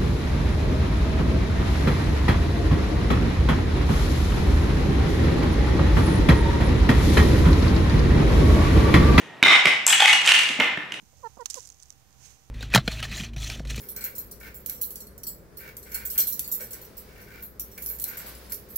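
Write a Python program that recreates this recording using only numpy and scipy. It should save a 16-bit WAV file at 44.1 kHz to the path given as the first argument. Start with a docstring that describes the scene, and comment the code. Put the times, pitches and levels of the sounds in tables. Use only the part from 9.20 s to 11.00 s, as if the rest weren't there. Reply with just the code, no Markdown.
"""Hard plastic toys in a lively room: hollow cups clack down and skitter as the wooden boards thump.
Pellets then tick on a chute and tumble and knock inside a plastic drum, drifting to the right.
Duller, muffled clacks follow, then a last few weak knocks. Blows ring tuned modes; noise bursts add
the crack; random small collisions make the skitter and tumble. Noise echoes form the room,
over faint air and a thin whine. A close recorder with a fast limiter takes it in."""
import sys
import numpy as np
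from scipy import signal
from scipy.io import wavfile

SR = 44100
rng = np.random.default_rng(int(sys.argv[2]) if len(sys.argv) > 2 else 0)


def master(y):
    """Save y as 16-bit WAV."""
    cut = np.clip(np.atleast_2d(y).T, -1, 1)
    pcm = np.round(cut * 32767)  # scale
    wavfile.write(sys.argv[1], SR, pcm.astype(np.int16))


def ratio(d):
    """dB to gain"""
    e = np.asarray(d, float) / 20
    return 10 ** e


N = 79380

# All levels in the tables are relative, set against each other in the mix.
# cups clacking down on the floor: (time [s], level [dB], strongest ring [Hz], bright snap [dB])
CUP_CLACKS = [(0.2276, 5, 2307, -5), (0.2354, 7, 3693, -10), (0.455, -2, 2287, -10),
              (.4695, -6.5, 2060, -23), (1.3995, -7.5, 2127, -12), (1.402, -7, 2960, -36),
              (1.4424, -19.5, 2310, -19), (1.573, -17, 1790, -31)]
# modes of the hollow cup: (frequency [Hz], level [dB], t60 [s])
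CUP_MODES = [(867, -3, 0.017), (1255, -2, 0.015), (1710, 7.5, 0.0038), (2081, 5.5, 0.034),
             (2440, 1.5, 0.017), (3050, -10, 0.022), (3670, -14.5, 0.035), (5410, -4, 0.0088),
             (8600, -22, 0.016)]
# spectrum of the cup's crack: (frequency [Hz], density [dB per Hz])
CUP_CRACK_SPECTRUM = [(88, -41), (150, -12), (850, -10), (1600, -11.5), (2140, -4), (3830, -5.5),
                      (4750, -30), (7270, -18), (12800, -59), (15500, -89)]
# cups skittering on after landing: (time [s], level [dB])
SKITTER_CURVE = [(.24, -82), (.26, -10), (.36, -24.5), (.42, -50), (.47, -22.5), (.53, -33.5), (.6, -49),
                 (1.39, -40), (1.41, -24), (1.52, -37), (1.6, -51)]
# soft thumps on the boards: (time [s], level [dB], strongest ring [Hz])
BOARD_THUDS = [(0.2270, -15.5, 273), (0.4554, -36, 247), (1.298, -40, 248), (1.389, -24.5, 286),
               (1.407, -30.5, 607), (1.574, -31.5, 217)]
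# modes of the wooden boards: (frequency [Hz], level [dB], t60 [s])
BOARD_MODES = [(147, 0, 0.052), (240, 8.5, 0.047), (300, 5, 0.1), (460, -7, 0.016), (598, 3, 0.02)]
# pellets ticking on the chute: (time [s], level [dB])
CHUTE_TICKS = [(0.6653, -7), (0.6775, -8), (0.7006, -32), (0.704, -15), (0.7241, -16), (1.061, -21),
               (1.1502, -24), (1.1896, -25.5)]
# modes of the chute: (frequency [Hz], level [dB], t60 [s])
CHUTE_MODES = [(910, -14, 0.06), (2680, -8, 0.0085), (5180, -6.5, 0.012), (6550, 1.5, 0.0056),
               (7620, 6, 0.014), (8200, -3.5, 0.011), (8910, -3, 0.012), (12040, -5, 0.0066)]
# spectrum of the chute's crack: (frequency [Hz], density [dB per Hz])
CHUTE_CRACK_SPECTRUM = [(88, -66), (150, -34), (600, -24), (912, -4.5), (1700, -10.5), (2550, -6),
                        (4840, -26.5), (7560, 0.5), (15500, -50)]
# pellets knocking on the drum wall:
# (time [s], level [dB], strongest ring [Hz], hollow boom [dB], burst length [s])
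DRUM_KNOCKS = [(0.702, -7, 3330, -51, 0.0042), (0.7265, -1.5, 2930, -39, 0.0064),
               (0.8028, -0.5, 3470, -18, 0.0025), (0.821, -3, 3240, -15.5, 0.0046),
               (0.856, 2.5, 2133, -39, 0.0034), (0.8789, -3, 2090, -24.5, 0.0024),
               (0.8867, -7, 2200, -44, 0.0096), (0.9289, 0, 2900, -49, 0.0048),
               (1.016, -10.5, 2720, -53, 0.0031), (0.9480, -24, 2136, -26.5, 0.0069),
               (1.0747, 0, 3050, -58, 0.0031), (1.0887, -0.5, 2830, -45, 0.0032),
               (1.1182, 3, 2792, -52, 0.0036), (1.188, -7, 2870, -45, 0.0061),
               (1.2316, -11.5, 2330, -63, 0.0057), (1.2878, -11.5, 2680, -48, 0.0032),
               (1.72, -19, 2900, -51, 0.0033), (1.7396, -22, 2730, -75, 0.0029)]
# modes of the drum wall: (frequency [Hz], level [dB], t60 [s])
DRUM_MODES = [(1478, -18.5, 0.05), (1823, -6.5, 0.019), (2200, -11.5, 0.031), (2486, -0.5, 0.012),
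              (2900, -0.5, 0.0064), (3254, -7, 0.019), (4380, -13.5, 0.008), (6310, -4.5, 0.0026)]
# hollow of the drum: (frequency [Hz], level [dB], t60 [s])
BOOM_MODES = [(791, -3.5, 0.084), (855.4, -1, 0.088)]
# spectrum of the drum's crack: (frequency [Hz], density [dB per Hz])
DRUM_CRACK_SPECTRUM = [(88, -72), (150, -63), (631, -36), (860, -11), (948, -16.5), (2860, -5), (5330, -21),
                       (8490, -16.5), (15500, -68)]
# loose pellets tumbling in the drum: (time [s], level [dB])
TUMBLE_CURVE = [(0, -41), (.1, -85), (.2, -81), (.65, -65), (.68, -20), (.76, -47), (.8, -22), (.9, -24.5),
                (1.0, -61), (1.06, -22), (1.12, -22), (1.25, -36.5), (1.35, -44), (1.5, -68)]
# the drum drifts to the right: (time [s], left minus right [dB])
DRUM_PAN_CURVE = [(.75, 2), (1.3, -5)]
# decay of the room: (frequency [Hz], t60 [s])
ROOM_DECAY = [(100, 0.94), (300, 0.17), (800, 0.59), (2000, 0.6), (5000, 0.57), (12000, 0.27)]
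# colour of the echoes: (frequency [Hz], level [dB])
ROOM_SPECTRUM = [(100, -31), (300, -2), (800, -1), (2000, 1.5), (5000, 0.5), (12000, 5)]
# spectrum of the room tone: (frequency [Hz], density [dB per Hz])
ROOM_TONE_SPECTRUM = [(30, -14), (70, -8), (180, -1.5), (450, -4), (1000, -6.5), (1400, -12.5),
                      (1900, -11.5), (2600, -10), (5000, -29.5), (16000, -43)]

UNEVEN_DB, STAGGER_S = 2, 0.002    # how modes differ from blow to blow, in strength and start
OWN_RING_T60_S = 0.028
SNAP_LOW_CUT_HZ, SNAP_S = 4430, 0.0015
MUFFLED_FROM_S, MUFFLE_HZ = 1.38, 3370    # the later clacks are duller, the cup held in a hand
SKITTER_PER_S, TUMBLE_PER_S = 500, 400    # mean collisions per second, for each mode
PELLET_LOW_CUT_HZ = 490
CUP_PAN_DB, BOARDS_PAN_DB, CHUTE_PAN_DB = -3, 4.5, 3    # left minus right
ROOM_DB, ROOM_LIKENESS, ROOM_BUILD_S = -1.5, 0.3, 0.01
ROOM_TONE_DB = -45.5
WHINE_HZ, WHINE_DB = 1875, -50.5
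MIC_LOW_CUT_HZ, TOP_CUT_HZ = 106, 16300
CEILING_DB, ATTACK_S, RELEASE_DB_PER_S = -2.5, 0.00076, 248


def cups():
    """Clacks ring the hollow cup and crack and snap brightly; small collisions then skitter on."""
    s, db, hz, snap_db = np.transpose(CUP_CLACKS)
    cup = struck(s, db - 16, CUP_MODES)
    cup = cup + own_rings(s, db - 3, hz)
    cup = cup + crack(s, db + 5, 0.0032, CUP_CRACK_SPECTRUM)
    cup = cup + rattle(SKITTER_CURVE, SKITTER_PER_S, CUP_MODES, CUP_CRACK_SPECTRUM, dry_db=-2)
    dull = signal.sosfilt(signal.butter(2, MUFFLE_HZ, fs=SR, output="sos"), cup)
    cup = np.where(np.arange(N) / SR < MUFFLED_FROM_S, cup, dull)
    # the snap stays bright throughout
    snap = crack(s, snap_db, SNAP_S, [(100, 4), (6000, -6), (15000, -25)])
    return placed(cup + high(snap, SNAP_LOW_CUT_HZ), CUP_PAN_DB)


def boards():
    """The wooden floor thumps: its low modes ring, and one favoured mode swells softly."""
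    s, db, hz = np.transpose(BOARD_THUDS)
    thump = struck(s, db - 9, BOARD_MODES) + swelling_rings(s, db, hz, 0.0038)
    return placed(thump, BOARDS_PAN_DB)


def drum():
    """Pellets knock the drum wall, boom in its hollow and tumble as many small collisions."""
    s, db, hz, boom_db, length_s = np.transpose(DRUM_KNOCKS)
    wall = struck(s, db - 10, DRUM_MODES)
    wall = wall + swelling_rings(s, db - 8.5, hz, 0.56 * length_s)
    wall = wall + crack(s, db + 5, length_s, DRUM_CRACK_SPECTRUM)
    boom = struck(s, boom_db, BOOM_MODES)
    tumble = rattle(TUMBLE_CURVE, TUMBLE_PER_S, DRUM_MODES, DRUM_CRACK_SPECTRUM, dry_db=-4)
    return placed(high(wall + boom + tumble, PELLET_LOW_CUT_HZ), in_time(DRUM_PAN_CURVE))


def chute():
    """Pellets tick on the chute: bright short modes and a burst of crack."""
    s, db = np.transpose(CHUTE_TICKS)
    ticks = struck(s, db - 3.5, CHUTE_MODES) + crack(s, db + 4, 0.0049, CHUTE_CRACK_SPECTRUM)
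    return placed(high(ticks, PELLET_LOW_CUT_HZ), CHUTE_PAN_DB)


def struck(s, db, modes):
    """Every blow sets each mode ringing with a strength of its own, not quite together."""
    out = np.zeros(N)
    for hz, mode_db, t60 in modes:
        starts = s + STAGGER_S * rng.random(len(s))
        strengths_db = db + mode_db + UNEVEN_DB * rng.standard_normal(len(s))
        out += ring(clicks(starts, strengths_db), hz, t60)
    return out


def own_rings(s, db, hz):
    """The spot that is hit favours one mode."""
    return sum(ring(clicks([a], b), c, OWN_RING_T60_S) for a, b, c in zip(s, db, hz))


def swelling_rings(s, db, hz, rise_s):
    """A softer contact: the favoured mode swells for a moment, then dies."""
    t = np.maximum(np.arange(N)[:, None] / SR - s, 0)
    x = t / rise_s
    swell = x * np.exp(1 - x)    # reaches 1 at rise_s
    tone = np.sin(2 * np.pi * (hz * t + rng.random(len(s))))
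    return (ratio(db) * swell * tone).sum(axis=1)


def crack(s, db, length_s, spectrum):
    """Too many short modes to count: a coloured noise burst that swells and dies."""
    shape = np.zeros(N)
    for at, level_db, length in np.broadcast(s, db, length_s):
        t = np.maximum(np.arange(N) / SR - at, 0) / length
        shape += ratio(level_db) * np.sqrt(t) * np.exp(-t ** 2 / 2)
    return coloured(shape * rng.standard_normal(N), spectrum)


def rattle(curve, per_s, modes, spectrum, dry_db):
    """Random small collisions into the modes of a body, with their dry patter."""
    def grains():
        strength = ratio(4 * np.minimum(rng.exponential(1, N), 4))    # 0 to 16 dB, mostly weak
        return strength * rng.choice([-1, 1], N) * (rng.random(N) < per_s / SR)
    rings = sum(ratio(mode_db) * ring(grains(), hz, t60) for hz, mode_db, t60 in modes)
    patter = coloured(grains(), spectrum)
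    return ratio(in_time(curve)) * (rms_one(rings) + ratio(dry_db) * rms_one(patter))


def ring(push, hz, t60):
    """A damped resonator: a unit click sets a sine of height about 1 ringing."""
    r, w = ratio(-60 / (t60 * SR)), 2 * np.pi * hz / SR
    return signal.lfilter([0, np.sin(w)], [1, -2 * r * np.cos(w), r * r], push + 1e-18)


def clicks(s, db):
    """One click of random sign per blow."""
    out = np.zeros(N)
    np.add.at(out, (np.asarray(s) * SR).astype(int), ratio(db) * rng.choice([-1, 1], len(s)))
    return out


def placed(x, pan_db):
    """Left or right, by a level difference alone."""
    return x * ratio(pan_db * np.array([[.5], [-.5]]))


def high(x, hz):
    """Steep low cut."""
    return signal.sosfilt(signal.butter(4, hz, "high", fs=SR, output="sos"), x)


def coloured(x, spectrum):
    """Shape by a spectrum through the filter bank, neighbouring bands in opposite sign."""
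    return sum((-1) ** k * signal.sosfilt(sos, x + 1e-18) * ratio(at_hz(spectrum, hz))
               for k, (hz, sos) in enumerate(bands()))


def bands():
    """Half-octave filters and their centres."""
    edges = 30 * 2 ** np.arange(0, 9.6, .5)
    return [(np.sqrt(a * b), signal.butter(2, [a, b], "band", fs=SR, output="sos"))
            for a, b in zip(edges, edges[1:])]


def at_hz(points, hz):
    """A spectrum read on a log frequency axis."""
    point_hz, value = np.transpose(points)
    return np.interp(np.log(hz), np.log(point_hz), value)


def in_time(rows):
    """A curve joined by straight lines."""
    return np.interp(np.arange(N) / SR, *np.transpose(rows))


def rms_one(x):
    """Scale to rms 1."""
    return x / np.sqrt(np.mean(x ** 2) + 1e-20)


def pair(length, alike):
    """Left and right noises, partly alike: their correlation is alike."""
    mid, side = rng.standard_normal((2, length))
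    return np.sqrt(1 + alike) * mid + np.sqrt(1 - alike) * side * [[1], [-1]]


def room(x):
    """Dense noise echoes build up and die band by band."""
    t = np.arange(SR) / SR
    # neighbouring bands take separate noises
    white = [pair(SR, ROOM_LIKENESS), pair(SR, ROOM_LIKENESS)]
    echo = np.zeros((2, SR))
    for k, (hz, sos) in enumerate(bands()):
        decay_db = at_hz(ROOM_SPECTRUM, hz) - 60 * t / at_hz(ROOM_DECAY, hz)
        echo += signal.sosfilt(sos, white[k % 2]) * ratio(decay_db)
    build_up = 1 - np.exp(-(t / ROOM_BUILD_S) ** 2)
    echo = echo * build_up / np.sqrt(SR / 20)
    return signal.fftconvolve(echo, x.mean(0)[None], axes=1)[:, :N]


def room_tone():
    """Faint steady air of the house: shaped stereo noise."""
    white = [pair(N, 0.83), pair(N, 0.56)]
    air = sum(signal.sosfilt(sos, white[k % 2]) * ratio(at_hz(ROOM_TONE_SPECTRUM, hz))
              for k, (hz, sos) in enumerate(bands()))
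    return ratio(ROOM_TONE_DB) * rms_one(air)


def house_whine():
    """A faint whine in the house: noise through one narrow resonance."""
    return ratio(WHINE_DB) * rms_one(ring(rng.standard_normal(N), WHINE_HZ, 0.027))


def scene():
    """Toys, their room, the room tone and the whine."""
    toys = cups() + boards() + drum() + chute()
    return toys + ratio(ROOM_DB) * room(toys) + room_tone() + house_whine()


def roll_off(x):
    """The treble ends steeply here."""
    return signal.sosfilt(signal.butter(12, 16510, fs=SR, output="sos"), x)


def record(dry):
    """The microphone loses bass; a limiter clamps just after each peak, which may clip; the top is cut."""
    dry = signal.sosfilt(signal.butter(2, MIC_LOW_CUT_HZ, "high", fs=SR, output="sos"), dry)
    over_db = np.maximum(20 * np.log10(np.abs(dry).max(0) + 1e-9) - CEILING_DB, 0)
    # hold each overshoot and let it fall in a straight line of dB
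    fall_db = RELEASE_DB_PER_S * np.arange(N) / SR
    held_db = np.maximum.accumulate(over_db + fall_db) - fall_db
    # the attack lags, so the front of a peak slips through
    keep = np.exp(-1 / (ATTACK_S * SR))
    cut_db = signal.lfilter([1 - keep], [1, -keep], held_db)
    clipped = np.clip(dry * ratio(-cut_db), -.9, .9)
    mix = signal.sosfilt(signal.cheby2(12, 70, TOP_CUT_HZ, fs=SR, output="sos"), clipped)
    return roll_off(mix)


dry = scene()
out = record(dry)
master(out)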